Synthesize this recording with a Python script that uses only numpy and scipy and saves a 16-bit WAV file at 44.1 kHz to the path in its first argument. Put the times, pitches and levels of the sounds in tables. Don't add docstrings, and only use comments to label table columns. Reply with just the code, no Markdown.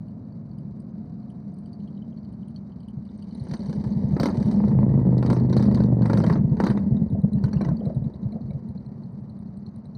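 import sys
import numpy as np
from scipy import signal
from scipy.io import wavfile
from scipy.ndimage import uniform_filter1d

SR = 44100
rng = np.random.default_rng(int(sys.argv[2]) if len(sys.argv) > 2 else 0)


def boost(x):
    u = np.asarray(x, float) / 20
    return 10 ** u


def dump(signal):
    limited = np.clip(np.atleast_2d(signal).T, -1, 1)
    pcm = np.round(limited * 32767).astype(np.int16)
    wavfile.write(sys.argv[1], SR, pcm)


N = 439677


def evened(x):
    return x / np.sqrt(np.mean(x ** 2) + 1e-20)


def colour(x, points, size=8192):
    hz, db = np.transpose(points)
    grid_hz = abs(np.fft.fftfreq(size, 1 / SR))
    gain_db = np.interp(np.log(grid_hz + 1), np.log(hz), db, -90, -90)
    log_gain = gain_db * np.log(10) / 20
    taps = np.fft.ifft(np.exp(np.conj(signal.hilbert(log_gain)))).real[:size // 2]
    return signal.oaconvolve(x, taps)[:len(x)]


def curves(rows):
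    s, *columns = np.transpose(rows)
    return [np.interp(np.arange(N) / SR, s, c) for c in columns]


def seconds(length_s):
    return np.arange(round(length_s * SR)) / SR


def tone(hz, t):
    return np.sin(2 * np.pi * hz * t)


def spikes(s, size):
    train = np.zeros(N)
    at = np.round(np.asarray(s) * SR).astype(int)
    np.add.at(train, np.minimum(at, N - 1), size)
    return train


def ring_out(train, response):
    return signal.oaconvolve(train, response)[:N]


def patchy(points, spread_db):
    z = signal.stft(colour(rng.standard_normal(N), points), nperseg=128)[2]
    patches = uniform_filter1d(rng.standard_normal(z.shape), size=3, axis=0)
    patches = evened(uniform_filter1d(patches, size=8, axis=1))
    return evened(signal.istft(z * boost(spread_db * patches), nperseg=128)[1][:N])


def shock(train, points):
    return colour(train, points) / abs(colour(signal.unit_impulse(2048), points)).max()


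def puff(low_hz, drop_hz, drop_s, t60):
    t = seconds(.12)
    hz = low_hz + drop_hz * np.exp(-t / drop_s)
    push = boost(-60 * t / t60) * np.sin(2 * np.pi * np.cumsum(hz) / SR)
    silencer = signal.butter(3, [55, 800], "bandpass", fs=SR, output="sos")
    return signal.sosfilt(silencer, push)


def lot(x, t60, wet_db):
    t = seconds(.3)
    tail = rng.standard_normal(len(t)) * boost(-60 * t / t60)
    return x + boost(wet_db) * ring_out(x, tail / np.linalg.norm(tail))


def cycles(crank, share=0):
    s, number = np.transpose(crank)
    turns = np.arange(number[0], number[-1] + 1 - np.ceil(share))
    return np.interp(turns + share, number, s)


def both_cylinders(crank, share):
    first, second = cycles(crank), cycles(crank, share)
    return np.r_[first, second], np.r_[0 * first, 0 * second + 1]


def firings(per_s, uneven_db, jitter_s):
    turns = np.cumsum(per_s) / SR + rng.random()
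    at = np.flatnonzero(np.diff(np.floor(turns))) / SR
    chance = rng.standard_normal((len(at), 2))
    return spikes(abs(at + jitter_s * chance[:, 0]), boost(uneven_db * chance[:, 1]))


# t/s, nearness/dB, engine load/dB
GROUP = [(0.0, -38.5, -11.5), (1.64, -36.5, -7.5), (2.95, -36.5, -9), (3.55, -31.5, 8.5), (4.11, -21.5, 6),
         (4.41, -22, 11.5), (4.66, -12, 2), (4.94, -10, 1), (5.38, -12.5, 2), (5.7, -9, 0),
         (6.08, -14.5, 2), (6.19, -20, 12.5), (6.36, -18.5, -3.5), (6.64, -20.5, 8), (7.16, -20.5, -2),
         (7.61, -24.5, 3.5), (8.11, -30, 3.5), (9.5, -38, 3)]
# f/Hz, level/dB
GROUP_PIPE = [(18, -61), (30, -27), (53, -9), (75, -9), (96, -4), (129, -1), (209, -4), (274, -17),
              (500, -32), (650, -43), (1100, -120)]
# f/Hz, level/dB
ROAR = [(120, -32), (200, 4.5), (230, -1.5), (323, -14), (569, -17), (780, -27.5), (889, -22.5),
        (1420, -48), (1950, -40.5), (2700, -74.5), (3510, -95), (5940, -120)]
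# f/Hz, level/dB
FAR_ROAR = [(180, -41.5), (300, 1.5), (335, -12), (367, -17.5), (530, -11.5), (686, -9.5), (795, -14),
            (982, -14.5), (2700, -43), (3510, -75), (5940, -120)]
# f/Hz, level/dB
HOUSING = [(1500, -5), (2300, -6), (2700, -29), (3000, -9), (3450, -20.5), (3800, -6), (4700, -4.5),
           (5150, -14), (5900, -11.5), (6900, -27.5), (8800, -18), (10800, -36.5), (13300, -35.5),
           (15200, -26)]
# t/s, level/dB
HISS_SWELL = [
    (3.0, -5),
    (3.5, -4.5),
    (4.1, -7.5),
    (4.55, -6.5),
    (4.75, -14),
]


def group(knocks):
    near_db, load_db = curves(GROUP)
    roar_db = -21 + 0.83 * near_db + load_db
    hiss_db = -63 + 0.33 * near_db + 0.72 * load_db + curves(HISS_SWELL)[0]
    rumble_db = near_db - np.clip(curves(PASSING_DB)[0] + 40, 0, 20) / 2.2
    rates_hz = (8.3, 9.9, 11.7, 16.5, 18.4, 23)
    pulses = sum(firings(np.full(N, per_s), 1.4, 0.005847) for per_s in rates_hz)
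    rumble = evened(colour(lot(pulses, 0.06, 2.7), GROUP_PIPE))
    swell = evened(signal.lfilter([1], [1, -np.exp(-1 / (0.0082 * SR))], pulses))
    roar = evened(colour((1 + .7 * swell) * rng.standard_normal(N), ROAR))
    far = evened(colour(rng.standard_normal(N), FAR_ROAR))
    hiss = evened(colour((1 + 1.4 * swell) * rng.standard_normal(N), HOUSING[:-2]))
    low = boost(rumble_db - 2.0) * rumble + boost(roar_db + 0.5) * roar + boost(-53.5 - 5.5) * far
    return low + boost(hiss_db + 8.0) * hiss + boost(1.262 * hiss_db + 22.0) * knocks


# f/Hz, level/dB
RATTLE = [(3000, -7.5), (3900, -7), (4400, 8), (4800, -0.5), (5700, -4.5), (6300, -1), (8700, -11.5),
          (9500, -11)]


def rattle():
    knocks_per_s = 400
    size = boost(9.4 * np.minimum(rng.exponential(1, N), 2.6))
    size = size * (rng.random(N) < knocks_per_s / SR)
    part, t, out = rng.integers(0, len(RATTLE), N), seconds(.03), 0
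    for k, (hz, db) in enumerate(RATTLE):
        ring = (1 - np.exp(-t / 0.001)) * boost(db - 60 * t / 0.0081) * tone(hz, t)
        out = out + ring_out(size * (part == k), ring)
    return evened(out)


def engine(speed, level, pipe, strong_order, strong_db, drift_s, smear, count):
    slow = 10
    t = np.arange(level[0][0], level[-1][0], slow / SR)
    per_s = np.interp(t, *np.transpose(speed))
    hz, pipe_db = np.transpose(pipe)
    turn = 2 * np.pi * np.cumsum(per_s) * slow / SR
    orders = 0
    for k in range(2, count):
        flutter = np.interp(t - t[0], np.arange(80) * drift_s, rng.standard_normal(80))
        order_db = np.interp(np.log(k * per_s), np.log(hz), pipe_db)
        order_db += strong_db + 0.69 * flutter if k == strong_order else 4.0 * flutter
        phase = 2 * np.pi * smear * rng.random()
        orders = orders + boost(order_db) * np.cos(k * turn + phase)
    sound = boost(np.interp(t, *np.transpose(level))) * evened(orders)
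    return np.pad(signal.resample_poly(sound, slow, 1), (round(t[0] * SR), N))[:N]


# t/s, firing rate/Hz
IDLE_EARLY = [(0, 14), (.5, 13.87), (1, 14.08), (1.75, 13.9), (2.25, 13.01), (2.5, 12.8), (2.75, 12.27),
              (3.25, 11.59), (3.7, 11.2)]
IDLE_LATE = [(7.8, 11.05), (8.52, 11.02), (9, 11.57), (9.24, 11.52), (9.48, 10.99), (9.72, 10.51),
             (9.97, 10.6)]
# t/s, level/dB
EARLY_DB = [(0, -37.5), (1, -38), (2, -37.5), (2.8, -43), (3.4, -47), (3.7, -69)]
LATE_DB = [(7.801, -77), (8.2, -41.5), (9, -41.5), (9.5, -43.5), (9.97, -48.5)]
# f/Hz, level/dB
IDLE_PIPE = [(25, -30), (42, -31.5), (58, -12), (88, -17.5), (110, -2.5), (205, -1), (250, -9.5),
             (330, -21), (430, -26), (720, -30.5)]


def idles():
    early = engine(IDLE_EARLY, EARLY_DB, IDLE_PIPE, strong_order=15, strong_db=4.5,
                   drift_s=0.2124, smear=0.84, count=52)
    late = engine(IDLE_LATE, LATE_DB, IDLE_PIPE, strong_order=12, strong_db=12,
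                  drift_s=0.15, smear=0.98, count=40)
    return early + late


# t/s, level/dB
WHINE_DB = [(.8, -85), (1.0, -62), (1.7, -62), (2.0, -72), (2.3, -64), (2.6, -85)]


def whine():
    teeth_per_cycle = 50.5
    waver = 1 + 0.0072 * evened(uniform_filter1d(rng.standard_normal(N), size=4000))
    turns = np.cumsum(curves(IDLE_EARLY)[0] * waver) / SR
    on = np.arange(N) < WHINE_DB[-1][0] * SR
    return boost(curves(WHINE_DB)[0]) * np.sin(2 * np.pi * teeth_per_cycle * turns) * on


# t/s, peak/dB, main ring f/Hz, high ring/dB, low ring/dB
EARLY_TICKS = [(0.0827, -62, 4600, -73, -76.5), (0.3241, -60, 4530, -88, -91.5),
               (0.5141, -57, 4600, -88, -92), (0.585, -60, 4900, -67, -75), (0.8015, -64, 4810, -63, -90),
               (1.2295, -64.5, 4320, -87, -87), (1.5403, -62, 4670, -67, -91),
               (1.586, -66, 4370, -63.5, -88), (1.6585, -58, 4600, -70, -70), (1.731, -48, 4530, -71, -85),
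               (1.802, -61.5, 4140, -83, -71), (1.834, -60, 4170, -79.5, -84), (1.875, -62, 4400, -79, -64),
               (1.9479, -62, 4290, -94.5, -82), (1.9743, -62, 4040, -89, -67.5),
               (2.173, -55.5, 4220, -93, -77.5), (2.249, -53, 4370, -82, -79), (2.326, -70, 4100, -69, -78),
               (2.4817, -62, 4330, -60.5, -69), (2.561, -43.5, 4300, -71, -66),
               (2.7201, -60, 4340, -95.5, -70), (2.803, -55, 4540, -72.5, -70),
               (2.831, -58, 4260, -78, -74), (2.8842, -62, 4620, -63, -61), (3.0519, -59, 4460, -72, -75),
               (3.0896, -54.5, 3670, -85, -80), (3.224, -49.5, 4500, -64, -62),
               (3.3098, -49, 4260, -75, -75)]
# t/s, peak/dB, main ring f/Hz, high ring/dB
TICKS = [(3.3487, -48.5, 4030, -57), (3.3976, -46, 4170, -60), (6.772, -45, 3740, -67),
         (6.9665, -50.5, 3740, -81.5), (7.0995, -55.5, 3840, -71), (7.2167, -59, 3940, -66.5),
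         (7.3324, -47.5, 4030, -55.5), (7.4383, -40, 4200, -58), (7.5313, -38, 4250, -63),
         (7.614, -40, 4110, -56.5), (7.6868, -54, 3980, -62), (7.768, -47, 4560, -74),
         (7.8548, -47.5, 4110, -65), (7.9467, -55, 3990, -64.5), (8.041, -56.5, 3860, -70.5),
         (8.1372, -51, 3910, -76), (8.2293, -54, 4050, -86), (8.3223, -50, 4050, -69),
         (8.4144, -56, 4100, -95), (8.5066, -54, 4040, -71), (8.687, -60.5, 4060, -69),
         (8.775, -50, 4180, -88), (8.862, -57, 4170, -77), (9.0353, -52.5, 4240, -80),
         (9.2962, -56, 4050, -72), (9.389, -63, 3890, -65), (9.4728, -61.5, 4165, -86),
         (9.5715, -64, 4150, -66), (9.664, -46, 4220, -73), (9.76, -64, 3950, -63), (9.855, -54, 4100, -69),
         (9.951, -46, 4180, -79)]
# t/s, peak/dB, f/Hz
PINGS = [(1.301, -57, 3035), (2.0222, -58, 3035), (2.125, -61, 3035), (2.4308, -60, 3035),
         (7.3806, -59, 2800), (7.4814, -57, 2930), (7.534, -47, 2140), (7.5692, -48, 2700),
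         (7.6131, -41.5, 2250), (7.6465, -52, 2900), (7.8057, -57, 3150), (7.855, -55.5, 2200),
         (8.04, -65, 2350), (8.324, -59.5, 2290), (8.5076, -54, 2280)]
# t/s, peak/dB
CHIRPS = [(3.1762, -64), (3.4367, -57), (3.485, -61), (3.5748, -67), (3.664, -61), (3.703, -64),
          (3.756, -66), (1.301, -65), (9.1206, -76), (9.2069, -79)]


def tick_rows():
    early, pings = np.array(EARLY_TICKS), np.array(PINGS)
    s, db = np.transpose(CHIRPS)
    silent_db, low_hz = -110, 3035
    idle_low = np.c_[early[:, 0], early[:, 4] + 9.0, 0 * early[:, 0] + low_hz]
    low = np.r_[idle_low, pings]
    low = np.c_[low, 0 * low[:, 0] + silent_db]
    chirps = np.c_[s, 0 * s + silent_db, 0 * s + low_hz, db]
    return np.r_[early[:, :4], TICKS, low, chirps]


# main ring t60/s, high ring f/Hz, high ring t60/s
TICK_RINGS = (0.028, 9030, 0.018)


def ticks():
    out, t = np.zeros(N + SR), seconds(.05)
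    t60, high_hz, high_t60 = TICK_RINGS
    rise = 1 - np.exp(-t / 0.002)
    rows = tick_rows()
    chances = rng.uniform(-1, 1, (len(rows), 2, 3, 1))
    for (s, db, hz, high_db), chance in zip(rows, chances):
        cluster = tone(hz, t) + 0.87 * tone(hz * (1 + 0.064 * chance[0]), t).sum(0)
        ring = boost(db - 2.0 - 60 * t / t60) * cluster
        ring += boost(2.91 * db + 68.5 - 60 * t / t60) * tone(1.36 * hz, t)
        bright = tone(high_hz * (1 + 0.075 * chance[1]), t).sum(0)
        ring += boost(high_db + 6.5 - 60 * t / high_t60) * bright
        out[round(s * SR):][:len(t)] += rise * ring
        rebound_s = s + .021 + .007 * chance[1, 0, 0]
        out[round(rebound_s * SR):][:len(t)] += boost(-14) * rise * ring
    return out[:N]


# t/s, cycle number
PASSING_CRANK = [(4.527, 0), (4.602, 2), (4.7518, 6), (4.9028, 10), (5.0136, 13), (5.1298, 16),
                 (5.4092, 23), (5.6055, 28), (5.8047, 33), (5.9264, 36), (6.0527, 39), (6.1846, 42),
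                 (6.2756, 44)]
# t/s, level/dB
PASSING_DB = [
    (4.5, -50.5),
    (4.7, -22),
    (4.95, -20),
    (5.399, -20),
    (5.8, -21),
    (6.15, -18),
    (6.25, -23.5),
    (6.4, -57),
]


def passing():
    s, late = both_cylinders(PASSING_CRANK, share=.415)
    db = np.interp(s, *np.transpose(PASSING_DB))
    chance = rng.standard_normal((len(s), 2)).T
    snap_db = db - 6.1 * late + 3.4 * chance[0]
    boom_db = db + 9.5 - 3.7 * late + 2.46 * chance[1]
    snaps = ring_out(spikes(s, boost(snap_db)), puff(230, 150, .002, .02))
    booms = ring_out(spikes(s, boost(boom_db)), puff(105, 105, .006, .085))
    return snaps + booms


# t/s, peak/dB
POPS = [(4.6022, -29), (4.639, -27), (4.717, -33), (4.788, -27), (4.8304, -30), (4.8454, -43),
        (4.918, -41.5), (4.94, -32.5), (4.994, -35.5), (5.093, -54.5), (5.249, -33.5)]
# f/Hz, level/dB
POP = [(200, -8), (500, 8.5), (1000, 0), (1400, -20), (2300, -21), (3300, -43.5)]


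def pops():
    s, db = np.transpose(POPS)
    return lot(shock(spikes(s, boost(db + 5)), POP), t60=0.039, wet_db=-2.0)


# opens t/s, peaks t/s, shuts t/s, treble peak/dB, mid peak/dB
BLIPS = [(3.459, 3.557, 3.56, -36, -22), (3.62, 3.724, 3.76, -37, -40), (3.82, 3.84, 3.87, -37, -40),
         (4.164, 4.223, 4.31, -12, -17), (4.296, 4.524, 4.56, -38, -35), (4.57, 4.65, 4.76, -58, -35.5),
         (5.145, 5.3, 5.4, -30, -27.5), (5.478, 5.56, 5.7, -24, -29), (5.68, 5.747, 5.86, -29, -29),
         (5.981, 6.138, 6.26, -22, -23), (6.194, 6.285, 6.38, -29, -24), (6.568, 6.603, 6.73, -23.5, -26),
         (6.75, 6.784, 6.8, -42, -28.5), (6.95, 6.96, 7.0, -51.5, -46), (7.337, 7.438, 7.5, -44.5, -29.5),
         (7.495, 7.627, 7.71, -38.5, -25), (7.819, 7.846, 7.93, -49, -43.5)]


def throttle(s):
    opens, peaks, shuts, treble_db, mid_db = np.transpose(BLIPS)[:, :, None]
    rising = (peaks - s) / (peaks - opens)
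    falling = (s - peaks) / (shuts - peaks)
    off = np.where(s < peaks, rising, falling)
    fall_db = np.where(off <= 1, -16 * off ** 1.4, -99)
    return (treble_db + fall_db).max(0), (mid_db + fall_db).max(0)


# t/s, peak/dB, f/Hz
THUMPS = [(2.965, -21.5, 135), (3.406, -20, 128.5), (3.511, -19, 152), (3.679, -20, 150), (3.771, -16, 152),
          (3.859, -14.5, 129), (3.957, -14, 141), (4.035, -12.5, 132), (4.123, -10, 144),
          (4.197, -13.5, 144), (4.374, -12, 137), (4.445, -13, 132), (4.535, -17, 148),
          (4.762, -8.5, 115.7), (4.823, -25.5, 130.6), (4.906, -12, 128), (6.196, -14.5, 162),
          (6.232, -17.5, 137.7), (6.266, -7, 170.5), (6.301, -9, 151), (6.348, -15.5, 137.7),
          (6.384, -11, 142.5), (6.441, -7.5, 145.4), (6.508, -7.5, 137.2), (6.634, -12.5, 196),
          (6.692, -9.5, 135.5), (6.772, -21.5, 129), (6.912, -7, 131.5), (7.012, -10.5, 161.7),
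          (7.123, -12.5, 107.4)]
# t/s, peak/dB, f/Hz
COAST_THUMPS = [(7.232, -8.5, 143), (7.344, -11, 137), (7.435, -8, 131), (7.555, -9.5, 150),
                (7.606, -19, 170), (7.659, -14, 155.4), (7.681, -10.5, 149.5), (7.711, -12, 166),
                (7.862, -13, 144), (7.959, -11, 134), (7.991, -22, 120), (8.013, -16.5, 133),
                (8.055, -16, 140), (8.25, -15.5, 124), (8.338, -21.5, 155), (8.437, -24.5, 117),
                (8.463, -28, 140), (8.498, -22.5, 147), (8.544, -18, 139)]
# t/s, peak/dB
COAST_DB = [(8.6, -26), (8.9, -28.5), (9.97, -29)]


def thump_rows():
    s = cycles(CRANK_COASTING)
    s = s[s > COAST_DB[0][0]]
    chance = rng.standard_normal((len(s), 2)).T
    own_db = np.interp(s, *np.transpose(COAST_DB)) + 1 * chance[0]
    own_hz = 129.5 * (1 + 0.092 * chance[1])
    s, db, hz = np.c_[np.transpose(THUMPS + COAST_THUMPS), [s, own_db, own_hz]]
    rasp_db = db + np.where(s < COAST_THUMPS[0][0], -25.5, -23.5)
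    return np.c_[s, db, hz, np.maximum(rasp_db, throttle(s)[1] - 1.5)]


# t/s, level/dB
CHUGS = [
    (7.148, -24),
    (7.808, -27),
    (7.857, -23.5),
    (7.893, -30),
    (8.326, -29.5),
    (8.359, -31),
    (8.504, -35),
]
# f/Hz, level/dB
RASP = [(250, -17), (400, 5.5), (650, 10.5), (950, -18.5), (1300, -40.5)]


def thumps():
    out, t = np.zeros(N + SR), seconds(.1)
    shape = (t / 0.0085) ** 1.87 * np.exp(1.5 - 2.047 * t / 0.011)
    rows = thump_rows()
    for s, db, hz, _ in rows:
        pipe = tone(hz, t) + 0.23 * tone(.45 * hz, t)
        out[round(s * SR):][:len(t)] += boost(db - 2.0) * shape * pipe
    s, _, _, rasp_db = rows.T
    s, rasp_db = np.c_[[s, rasp_db], np.transpose(CHUGS)]
    decay = (1 - np.exp(-t / 0.0026)) * boost(-60 * t / 0.2)
    rasp = ring_out(spikes(s, boost(rasp_db - 10.0)), decay)
    return out[:N] + rasp * patchy(RASP, 2.9)


# t/s, cycle number
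CRANK_REVVING = [(3.441, 0), (3.5103, 1), (3.696, 4), (3.84, 6), (4.1652, 10), (4.2347, 11), (4.401, 14),
                 (4.575, 17), (4.6396, 18), (4.7894, 20), (5.229, 25),
                 (5.3012, 26), (5.3665, 27), (5.568, 30), (5.8052, 34), (6.018, 37), (6.1021, 38),
                 (6.238, 40), (6.3, 41), (6.3558, 42), (6.641, 46), (6.702, 47), (6.7753, 48)]
CRANK_COASTING = [(6.86, 49), (6.9694, 50), (7.105, 51), (7.333, 53), (7.439, 54), (7.5308, 55),
                  (7.6131, 56), (7.687, 57), (7.7683, 58), (7.8546, 59), (8.1374, 62), (8.5071, 66),
                  (8.8618, 70), (9.2085, 74), (9.5722, 78), (9.9508, 82)]
# t/s, treble peak/dB, mid level/dB, pipe ring f/Hz
CRACKS = [(3.4688, -51, -51, 1400), (3.512, -38, -48, 1390), (3.5365, -35, -41, 1430),
          (3.6948, -47, -53.5, 1400), (3.8398, -41, -46.5, 1750), (4.1654, -45, -38, 1270),
          (4.1984, -25.5, -32.5, 1310), (4.2318, -24, -31.5, 1310), (4.2568, -26, -32, 1300),
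          (4.2851, -42, -38, 1330), (4.371, -41, -53, 1980), (4.4, -43.5, -57.5, 1430),
          (4.4268, -38.5, -55.5, 1980), (4.458, -43, -55.5, 1430), (4.5122, -38, -47.5, 2000),
          (4.6488, -44, -49, 1290), (4.6806, -45, -49.5, 1920), (5.1791, -41, -50, 1990),
          (5.2265, -37.5, -34.5, 1380), (5.262, -34.5, -37.5, 1250), (5.301, -29, -31.5, 1380),
          (5.328, -32.5, -38.5, 1360), (5.3648, -43, -41, 1270), (5.497, -42.5, -53.5, 1410),
          (5.5275, -37, -37.5, 1490), (5.5664, -29.5, -35.5, 1320), (5.595, -41, -37.5, 1690),
          (5.6247, -33.5, -40, 1270), (5.6531, -44, -46, 1310), (5.684, -56, -48.5, 1270),
          (5.7124, -43, -41, 1900), (5.746, -32, -44, 1300), (5.7728, -47, -41, 1670),
          (5.8028, -42, -40.5, 1540), (6.02, -40.5, -39, 1540), (6.0569, -34.5, -35, 2010),
          (6.0986, -33, -28.5, 1380), (6.1318, -31, -33, 1630), (6.1733, -30, -34.5, 1370),
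          (6.2018, -34.5, -38, 1350), (6.2379, -35.5, -34.5, 1410), (6.2642, -32.5, -37, 2030),
          (6.2977, -32.5, -27, 1330), (6.326, -36.5, -43.5, 1300), (6.356, -48, -36.5, 1270),
          (6.569, -50, -45, 1480), (6.601, -32, -28.5, 1730), (6.6379, -28, -30.5, 1330),
          (6.6658, -30, -30.5, 1470)]
LAST_CRACKS = [
    (6.7006, -34, -35, 1580),
    (6.7733, -46, -38.5, 1970),
    (7.3815, -61, -55, 1820),
    (7.482, -55, -54, 1530),
    (7.5706, -52, -53, 1810),
    (7.609, -47, -36, 1544),
    (7.648, -40, -38, 1970),
    (7.6866, -50.5, -41.5, 1530),
]


def crack_rows():
    s, late = both_cylinders(CRANK_REVVING + CRANK_COASTING, share=.44)
    treble_db, mid_db = throttle(s)
    uneven_db = -4 * rng.standard_normal((len(s), 2)).T
    rows = np.c_[s, treble_db - 3 * late + uneven_db[0], mid_db - 2.5 * late + uneven_db[1]]
    listed = np.array(CRACKS + LAST_CRACKS)[:, :3] + [0, 3.0, 9.0]
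    free = abs(s[:, None] - listed[:, 0]).min(1) > .015
    return np.r_[rows[free], listed].T


def crack_puffs():
    s, _, mid_db, _ = np.transpose(CRACKS + LAST_CRACKS)
    return ring_out(spikes(s, boost(mid_db + 11.5)), puff(240, 300, 0.0024, .045))


# f/Hz, level/dB
CRACK_MID = [(180, -30), (300, 4.5), (374, -9), (429, -5.5), (766, -17), (955, -12.5), (1220, -22.5),
             (1870, -27.5), (2700, -43), (3510, -74), (5940, -120)]
# t/s, unused/dB, level/dB, f/Hz
LOUD_RING = (7.4388, -45, -35, 1470)


def cracks(knocks):
    s, treble_db, mid_db = crack_rows()
    t = seconds(.18)
    treble, mid = spikes(s, boost(treble_db - 8.0)), spikes(s, boost(mid_db))
    rise, gas = 1 - np.exp(-t / 0.00061), patchy(HOUSING, 3.1)
    top = signal.sosfiltfilt(signal.butter(4, 10500, "highpass", fs=SR, output="sos"), gas)
    quick = rise * boost(-60 * t / 0.027)
    burst = ring_out(treble, quick) * (gas - top)
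    burst += ring_out(spikes(s, boost(1.6 * treble_db + 9.5)), quick ** 0.78) * top
    tail = ring_out(treble, rise * boost(-12.0 - 60 * t / 0.15))
    tail = tail * (patchy(HOUSING[3:-2], 7.4) + 0.35 * knocks)
    two_decays = boost(-60 * t / 0.032) + boost(-5.5 - 60 * t / 0.2)
    blast = ring_out(mid, rise * two_decays) * patchy(CRACK_MID, 2.7)
    rings = np.zeros(N + SR)
    for at, _, db, hz in CRACKS + LAST_CRACKS + [LOUD_RING]:
        ring = (1 - np.exp(-t / 0.0017)) * boost(db + 1.5 - 60 * t / 0.035) * tone(hz, t)
        rings[round(at * SR):][:len(t)] += ring
    steps = boost(-6.0) * shock(mid, CRACK_MID[2:]) + boost(-7) * shock(treble, HOUSING[:-2])
    return burst + tail + blast + rings[:N] + steps


def scene():
    knocks = rattle()
    background = group(knocks) + idles() + whine() + ticks()
    twin = passing() + pops()
    pipes = thumps() + crack_puffs() + cracks(knocks)
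    return (background + twin + pipes)[None]


def roll_off(x):
    return signal.sosfilt(signal.butter(12, 16200, fs=SR, output="sos"), x)


def record(dry):
    cut = signal.sosfilt(signal.butter(3, 42, "highpass", fs=SR, output="sos"), dry)
    rounded = .52 * np.tanh(cut / .52)
    mix = rounded + boost(-99.0) * rng.standard_normal(dry.shape)
    return roll_off(mix)


dry = scene()
out = record(dry)
dump(out)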